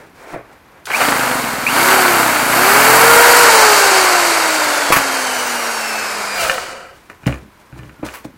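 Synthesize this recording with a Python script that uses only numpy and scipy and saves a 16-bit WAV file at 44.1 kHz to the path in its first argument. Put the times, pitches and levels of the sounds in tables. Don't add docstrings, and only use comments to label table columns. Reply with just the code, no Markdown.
import sys
import numpy as np
from scipy import signal
from scipy.fft import rfft, irfft, next_fast_len
from scipy.io import wavfile
from scipy.ndimage import uniform_filter1d

SR = 44100
rng = np.random.default_rng(int(sys.argv[2]) if len(sys.argv) > 2 else 0)


def unload_audio(sound):
    columns = np.transpose(np.atleast_2d(sound))
    steps = np.round(np.clip(columns, -1, 1) * 32767)
    wavfile.write(sys.argv[1], SR, steps.astype(np.int16))


def elevation(decibels):
    levels = np.asarray(decibels, float)
    return 10 ** (levels / 20)


N = 369116

ENGAGE_S, PART_S, AWAY_S = 0.953, 3.15, 0.52
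GRIP_S, STOP_S = 6.38, 7.0


def rms_one(x):
    return x / np.sqrt(np.mean(x ** 2) + 1e-20)


def ramp(start_s, length_s):
    return np.clip((np.arange(N) / SR - start_s) / length_s, 0, 1)


def swells(rows):
    t = np.arange(0, N + 8, 8) / SR
    total = 0
    for at, db, rise, t60 in rows:
        fall_db = 60 * np.clip(t - at - rise, 0, 9) / t60
        total = total + np.clip((t - at) / rise, 0, 1) * elevation(db - fall_db)
    return np.interp(np.arange(N) / SR, t, total)


def colour(x, spectrum, peaks=()):
    size = next_fast_len(N)
    hz = np.arange(1, size // 2 + 2) * SR / size
    knots, level_db = np.transpose(spectrum)
    db = np.interp(np.log(hz), np.log(knots), level_db)
    db -= 30 * np.abs(np.log2(hz / np.clip(hz, knots[0], knots[-1])))
    for top, width, lift_db in peaks:
        db += lift_db / (1 + (2 * (hz - top) / width) ** 2)
    return rms_one(irfft(rfft(x, size) * elevation(db), size)[:N])


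def drift(rate):
    r = np.exp(-2 * np.pi * rate / SR)
    return rms_one(signal.lfilter([1], [1, -2 * r, r * r], rng.standard_normal(N + SR))[SR:])


def grains(per_s, spread_db):
    size = elevation(spread_db * np.minimum(rng.exponential(1, N), 5)) * rng.choice([-1, 1], N)
    return size * (rng.random(N) < per_s / SR)


def ring(clicks, hz, t60):
    r, w = elevation(-60 / (t60 * SR)), 2 * np.pi * hz / SR
    return signal.lfilter([0, np.sin(w)], [1, -2 * r * np.cos(w), r * r], clicks + 1e-18)


def strike(events, modes, soft_s):
    s, db = np.transpose(events)
    chance_db = rng.normal(0, 2.5, (len(s), len(modes)))
    out = 0
    for k, (hz, mode_db, t60) in enumerate(modes):
        clicks = np.zeros(N)
        clicks[(s * SR).astype(int)] = elevation(db + mode_db + chance_db[:, k])
        out = out + (-1) ** k * ring(clicks, hz, t60)
    r = np.exp(-1 / (soft_s * SR))
    return signal.lfilter([1 - r], [1, -r], out)


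def tones(turns, orders, levels_db, wobble_db):
    waver = np.sqrt(2) * elevation(wobble_db * drift(9.0))
    total = 0
    for k, (times, db) in enumerate(zip(orders, levels_db)):
        sine = np.sin(2 * np.pi * times * turns + k * k)
        total = total + elevation(db) * np.roll(waver, k * SR // 2) * sine
    return total


# frequency in Hz, level in dB per Hz.
FLOOR_SPECTRUM = [(15, -34), (25, -15), (60, -6.5), (202, -13), (378, -25), (584, -30), (1010, -12),
                  (1180, -18), (1470, -16.5), (8370, -39), (12200, -32), (15200, -42), (16500, -58)]


def background():
    floor = elevation(-45.5 - 5) * colour(rng.standard_normal(N), FLOOR_SPECTRUM)
    whine = np.sqrt(2) * elevation(-74) * np.sin(2 * np.pi * 12000 * np.arange(N) / SR)
    return floor + whine


# frequency in Hz, level in dB per Hz.
RUB_SPECTRUM = [(300, 0.5), (480, 1.5), (800, -1.5), (1400, -4.5), (2400, -8.5), (3000, -26.5), (4000, -37)]
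# frequency in Hz, level in dB per Hz.
RUSTLE_SPECTRUM = [(3000, 1), (4000, 2.5), (9000, -0.5), (14000, -9), (17000, -2)]
# frequency in Hz, level in dB per Hz.
RUMBLE_SPECTRUM = [(30, -21), (65, -21), (125, 0.5), (300, 2), (450, -10.5)]
RESTLESS_DB = (-54.5, -62, -66.5)
# start in seconds, rub in dB, rise in seconds, t60 in seconds,
# rustle in dB over rub.
RUBS = [(0.0, -40, 0.0013, 0.6, -15), (.14, -34, .19, 0.14, -14), (.33, -30.5, 0.011, 0.4, -40),
        (.46, -46.5, 0.069, .4, -16), (.6, -47, 0.17, 0.81, -23), (6.9, -52, 0.076, 1, -10),
        (7.093, -41, .005, .25, -15), (7.19, -51, 0.042, .2, -9), (7.26, -26, 0.011, 0.38, -15),
        (7.5, -52.5, 0.11, 0.98, -10), (7.73, -46, 0.056, 0.99, -10.5), (8.026, -29.5, 0.0062, 0.52, -30),
        (8.24, -35.5, .01, 0.058, -9)]
# start in seconds, rumble in dB, rise in seconds, t60 in seconds.
SLIDES = [
    (0.0, -51, .002, 1.1),
    (.38, -52, 0.07, 0.57),
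    (7.3, -33, 0.12, 0.22),
    (7.72, -37, 0.067, 1.1),
    (8.02, -35, .012, 0.4),
    (8.25, -43, 0.043, .9),
]
# start in seconds, level in dB,
# rise in seconds, t60 in seconds.
SNAPS = [(.8545, -29, .0015, 0.034), (.86, -36, 0.0039, 0.54), (.93, -25, 0.057, 0.41),
         (6.32, -21.5, 0.11, 0.71), (7.098, -50, .001, 0.052), (7.265, -31, .002, .07),
         (7.339, -48, .001, .03), (8.042, -39, 0.011, .5), (8.063, -30, .001, .02)]


def handling():
    rumble, rub, rustle = elevation(np.array(RESTLESS_DB))
    rumble = rumble + swells(SLIDES)
    rub = rub + swells(row[:4] for row in RUBS)
    rustle = rustle + swells(SNAPS)
    rustle = rustle + swells((s, db + over_db, rise, t60) for s, db, rise, t60, over_db in RUBS)
    scratch = rng.standard_normal(N) + .35 * rms_one(grains(1500, spread_db=3.5))
    out = elevation(-5.5 + 2.6 * drift(9.2)) * rumble * colour(rng.standard_normal(N), RUMBLE_SPECTRUM)
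    out += rub * colour(scratch, RUB_SPECTRUM)
    return out + elevation(2.0 * drift(25)) * rustle * colour(scratch, RUSTLE_SPECTRUM)


# time in seconds, frequency in Hz, level in dB.
SQUEAK = [
    (7.95, 1510, -72),
    (7.97, 1430, -50),
    (8.01, 1350, -52),
    (8.028, 1370, -58),
]


def squeak():
    t = np.arange(N) / SR
    s, pitch_hz, level_db = np.transpose(SQUEAK)
    hz = np.interp(t, s, pitch_hz)
    db = np.interp(t, s, level_db, left=-120, right=-120)
    return elevation(db + 3 * drift(60)) * np.sin(2 * np.pi * np.cumsum(hz) / SR)


# time in seconds, knock peak in dB, boom in dB over knock,
# metal clink in dB over knock.
BLOWS = [(7.099, -35, -22, 16.5), (7.233, -34.5, -8, 6), (7.265, -6.5, -7, -14), (7.276, -9, -14, 4),
         (7.294, -12.5, -21, -21), (7.325, -32, -12, -1), (7.341, -26, -10, 10), (7.726, -29, -2, -2),
         (7.79, -43, 9, -10), (7.83, -34, 1, -7), (7.858, -42, 8, -1), (7.893, -40, -5, 6),
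         (7.993, -35, -3, -4), (8.029, -13, -18, -20), (8.25, -17.5, -22, -20)]
# frequency in Hz, level in dB, t60 in seconds.
TABLE_TOP = [(238, 3, 0.072), (315, -1.2, 0.068), (406, -10, 0.073), (560, -1.5, 0.043), (820, -2.5, 0.02),
             (1080, -9.5, 0.046)]
# frequency in Hz, level in dB, t60 in seconds.
TABLE_FRAME = [(65.4, -3, 0.28), (129.5, 4.5, 0.14)]
# time in seconds, peak in dB.
HELD_BLOWS = [(.332, -19), (.345, -12.5), (.361, -10), (4.903, 2), (4.926, -9), (4.966, -3.5)]
# frequency in Hz, level in dB, t60 in seconds.
HELD_PARTS = [(121, -30, 0.17), (290, -1, 0.01), (500, 1, 0.013), (706, -4.5, 0.033)]
# time in seconds, peak in dB.
TICKS = [(0.856, -27), (0.8707, -18), (0.909, -17), (0.916, -7), (1.0056, -7), (1.0214, -26), (1.0264, -26),
         (6.497, -1), (6.58, -14), (7.2404, -34), (7.2602, -16), (7.325, -18), (7.79, -27), (7.8331, -31),
         (7.8945, -31), (8.0636, -22), (8.0874, -18.5)]
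# frequency in Hz, level in dB, t60 in seconds.
CLINK = [(1212, -4.5, 0.031), (1510, 1.5, 0.017), (1770, 1.5, 0.036), (1760, 3.5, 0.02), (2170, 9, 0.004),
         (2420, 4, 0.018), (2870, -0.5, 0.017), (4100, -14, .015), (6800, -11, .012)]
# start in seconds, level in dB, rise in seconds, t60 in seconds.
SHAKES = [(4.922, -4.5, 0.0017, 0.12), (4.958, -11.5, 0.006, 0.075), (5.04, -40, .004, .1),
          (6.33, -25, 0.09, 0.48), (7.266, -30, .002, 0.063), (8.136, -30.5, 0.003, 0.2)]
# frequency in Hz, level in dB per Hz.
SHAKE_SPECTRUM = [(300, -26), (1000, 19), (2500, 15), (3500, 4), (8000, 2), (12000, 5), (16000, 2)]


def knocks():
    s, db, boom_db, clink_db = np.transpose(BLOWS)
    wood = strike(np.c_[s, db - 6], TABLE_TOP, soft_s=.0002)
    wood += strike(np.c_[s, db + boom_db - 1.5], TABLE_FRAME, soft_s=0.00057)
    wood += strike(HELD_BLOWS, HELD_PARTS, soft_s=0.00047)
    clinks = np.r_[np.c_[s, db + clink_db - 13], np.array(TICKS) - [0, 9]]
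    metal = strike(clinks, CLINK, soft_s=.00003)
    rattle = rng.standard_normal(N) + rms_one(grains(2500, spread_db=5.0))
    return wood + metal + swells(SHAKES) * colour(rattle, SHAKE_SPECTRUM)


# frequency in Hz, width in Hz, lift in dB.
PUFF_PEAKS = [(132.5, 33, 12.5), (252.6, 53, 22), (380, 78, -5.5)]
# start in seconds, level in dB, rise in seconds, t60 in seconds.
PISTON_STRAINS = [
    (.9, -24, .1, 2.8),
    (1.6, -23, .3, 4.0),
]


def engine(turns):
    gear_ratio = .0968
    held = ramp(ENGAGE_S, .08) * (1 - ramp(PART_S - .04, 0.069))
    stroke = np.diff(np.floor(gear_ratio * turns), prepend=0) * elevation(rng.normal(0, 1.1, N))
    puff = colour(stroke, [(50, -6.5), (100, -14.5), (400, -6.0), (700, -37)], PUFF_PEAKS)
    burst = signal.lfilter([1], [1, -elevation(-60 / (0.0066 * SR))], stroke) * rng.standard_normal(N)
    tick = (elevation(-41) + swells(PISTON_STRAINS)) * colour(burst, ROAR_SPECTRUM)
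    return held * (elevation(-27.5) * puff + tick)


# pull in seconds, rotor turns per second then, release in seconds,
# turns per second then, spin-up time in seconds.
SQUEEZES = [
    (.872, 30, 1.06, 298, .1),
    (1.66, 190, 1.93, 385, .17),
    (2.47, 286, 3.4, 482, .3),
]


def rotor_speed():
    t = np.arange(N) / SR
    air_drag = .000978
    pull, low, release, high, _ = np.transpose(SQUEEZES)
    speed = np.interp(t, np.c_[pull, release].ravel(), np.c_[low, high].ravel())
    for on, slow, off, fast, lag in SQUEEZES:
        share = np.expm1(-(t.clip(on, off) - on) / lag) / np.expm1(-(off - on) / lag)
        speed = np.where((t > on) & (t < off), slow + (fast - slow) * share, speed)
    coast = 1 / (1 / high[-1] + air_drag * np.maximum(t - release[-1], 0))
    coast *= np.exp(-(np.maximum(t - GRIP_S, 0) / .38) ** 1.5)
    return np.where(t > release[-1], coast, speed)


def level(law, speed):
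    top_speed, full_effort = 480, 2000
    top_db, octave_db, free_db, effort_db, away_db, grip_db = law
    effort = uniform_filter1d(np.clip(np.gradient(speed) * SR / full_effort, 0, 1), size=1300)
    octaves, away = np.log2(np.maximum(speed, 20) / top_speed), ramp(PART_S, AWAY_S)
    moving_db = (octave_db + free_db * away) * octaves + effort_db * effort
    return top_db + moving_db + away_db * away + grip_db * ramp(GRIP_S + .04, .3)


# start in seconds, level in dB, rise in seconds, t60 in seconds.
CHATTER = [
    (6.33, -21, .1, 1.5),
]
# frequency in Hz, level in dB, t60 in seconds.
GEARBOX = [(530, 0, .07), (720, -3, .04), (1320, -1, .04), (1550, -4, .03), (1950, -8, .025),
           (2400, -7, .025), (2900, -7, .025), (4660, -14, .015)]
# time in seconds, peak in dB.
CATCHES = [
    (6.4966, -6),
    (6.581, -12),
]


def brake():
    chatter = 0
    for hz, db, t60 in GEARBOX:
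        chatter = chatter + elevation(db) * rms_one(ring(grains(900, spread_db=3.5), hz, t60))
    catches = strike(CATCHES, [(hz, db, t60 / 2) for hz, db, t60 in GEARBOX[2:5]], soft_s=.00005)
    return swells(CHATTER) * (1 - ramp(STOP_S - .07, 0.079)) * rms_one(chatter) + catches


# start in seconds, level in dB, rise in seconds, t60 in seconds.
SQUEALS = [
    (.925, -13, .025, .07),
    (1.662, -12, .006, .14),
]
# start in seconds, level in dB, rise in seconds, t60 in seconds.
FAN_BITES = [
    (1.73, -30, .06, 2.6),
    (2.49, -27, .05, 2.6),
]


def squeal(turns):
    pulse = 1 + .6 * np.cos(2 * np.pi * 100 * (np.arange(N) / SR - .0085))
    start = swells(SQUEALS) * pulse * np.sin(2 * np.pi * 12 * turns + .5 * drift(150))
    held = swells(FAN_BITES) * np.sin(2 * np.pi * FAN[0] * turns + 1.0 * drift(120))
    return np.sqrt(2) * (start + held)


# frequency in Hz, level in dB per Hz.
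ROAR_SPECTRUM = [(24, -51), (40, -27), (92, -19), (124, -19), (210, -16), (244, -10), (462, -3.5),
                 (518, -3.5), (928, 3), (1020, 2), (1460, 0), (3600, -11.5), (4680, -18), (7920, -120)]
# frequency in Hz, level in dB per Hz.
HISS_SPECTRUM = [(2600, -7), (3300, -5.5), (4480, -1.5), (5880, -2), (8250, 0.5), (9500, -3), (11300, -4.5),
                 (13500, -5.5), (16000, -12)]
# frequency in Hz, width in Hz, lift in dB.
HOUSING = [(593, 440, 3.5), (1500, 470, 5.5), (2228, 430, 5.5), (2756, 91, 3.5), (3457, 120, -9),
           (4544, 590, 5), (8200, 300, -1.5)]
# start in seconds, level in dB, rise in seconds, t60 in seconds.
JOLTS = [
    (.864, -25, .008, 0.091),
    (.9, -16, 0.0043, 0.037),
    (1.0, -14.5, 0.027, 0.048),
]
# start in seconds, level in dB, rise in seconds, t60 in seconds.
GROAN = [
    (6.35, -24, .07, .8),
]
# multiples of rotor speed, then their levels in dB over the unbalance tone.
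UNBALANCE = (1, 2, 3, 4)
UNBALANCE_DB = [0, -1, -2, -9]
# multiples of rotor speed, then their levels in dB over the whine.
SLOTS = (11, 11.5, 12, 24, 25, 48, 60, 72)
SLOTS_DB = [-8, -8, 0, -4, -12, -21, -20, -28]
# multiples of rotor speed, then their levels in dB over hiss.
FAN = (35, 36)
FAN_DB = [-23, -27]
# rotor turns per second, width in turns per second, lift in dB.
BEARING_SINGS = (238, 26, 9)
# dB at top speed, dB per octave of speed, extra dB per octave once away,
# dB at full effort, dB once away, dB once gripped. First the gear roar.
ROAR_LAW = (-7.5, 11.5, 1.08, 2.5, 0, 6.5)
HISS_LAW = (-8.5, -0.37, 2.5, 0, 6, 4)
SPARKLE_LAW = (6.5, 2, 0.5, 0, -11.5, -26)
TONE_LAW = (-17.5, 20, 1.7, -3, 0.5, -11)
WHINE_LAW = (-58, 0, -14, -12, 9, -62)


def drill(turns, speed):
    running = ramp(SQUEEZES[0][0] - .012, 0.02) * (1 - ramp(STOP_S - .1, 0.076))
    beat = elevation(1.2 * np.sin(2 * np.pi * turns) + 0.28 * drift(38))
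    teeth = rng.standard_normal(N) + .5 * rms_one(grains(2500, spread_db=1.0))
    roar_db = level(ROAR_LAW, speed)
    roar = (elevation(roar_db) + swells(JOLTS)) * colour(beat * teeth, ROAR_SPECTRUM, HOUSING)

    bearing_db = -29
    at, width, lift_db = BEARING_SINGS
    away = ramp(PART_S, AWAY_S)
    balls_db = bearing_db - 3 * (1 - away) + lift_db * away * np.exp(-((speed - at) / width) ** 2)
    sparks = rng.standard_normal(N) + 0.64 * rms_one(grains(3000, spread_db=-0.5))
    hiss = colour(elevation(0.67 * drift(60)) * sparks, HISS_SPECTRUM, HOUSING)
    top = signal.sosfiltfilt(signal.butter(2, 9500, "high", fs=SR, output="sos"), hiss)
    top_db = level(SPARKLE_LAW, speed) + 0.22 * (balls_db - bearing_db)
    hiss += (elevation(top_db) - 1) * top + tones(turns, FAN, FAN_DB, wobble_db=4)

    passes = 3.545 * turns + .022 * drift(70)
    orders = np.arange(7, 21)
    hiss += elevation(balls_db) * tones(passes, orders, np.maximum(orders - 11, 0) * -.7, wobble_db=5)
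    rotor = elevation(level(TONE_LAW, speed)) * tones(turns, UNBALANCE, UNBALANCE_DB, wobble_db=2)
    rotor += elevation(level(WHINE_LAW, speed)) * tones(turns, SLOTS, SLOTS_DB, wobble_db=3.5)
    rotor += swells(GROAN) * tones(passes, (1, 2, 4), [0, -4, -6], wobble_db=3)
    return running * (roar + elevation(roar_db + level(HISS_LAW, speed)) * hiss + rotor)


# delay in seconds, level in dB.
ECHOES = [(.0061, -6.5), (0.0169, -11.5), (.031, -13.5), (.049, -16)]


def scene():
    speed = rotor_speed()
    turns = np.cumsum(speed) / SR
    motor = drill(turns, speed) + squeal(turns) + brake()
    sharp = engine(turns) + knocks()
    sharp += sum(elevation(db) * np.pad(sharp, (int(s * SR), 0))[:N] for s, db in ECHOES)
    return np.tile(motor + sharp + handling() + squeak() + background(), (2, 1))


def thin_treble(x):
    hz, _, cells = signal.stft(x, SR, nperseg=2048, noverlap=1024)
    power = np.abs(cells) ** 2
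    narrow = uniform_filter1d(power, size=9, axis=0)
    broad = uniform_filter1d(power, size=50, axis=0)
    threshold = np.interp(hz, [2800, 3300, 9000, 11000], [0, .24, .42, .66])[:, None]
    dropped = narrow < broad * threshold
    cells = cells * ~dropped * (hz < 15850)[:, None]
    return signal.istft(cells, SR, nperseg=2048, noverlap=1024)[1][:N]


def top_cut(x):
    return signal.sosfilt(signal.butter(12, 16740, fs=SR, output="sos"), x)


def record(dry):
    overloaded = np.clip(dry[0], -1.0, 1.0)
    flattened = np.clip(thin_treble(overloaded), -1.0, 1.0)
    return top_cut(np.tile(flattened, (2, 1)))


dry = scene()
out = record(dry)
unload_audio(out)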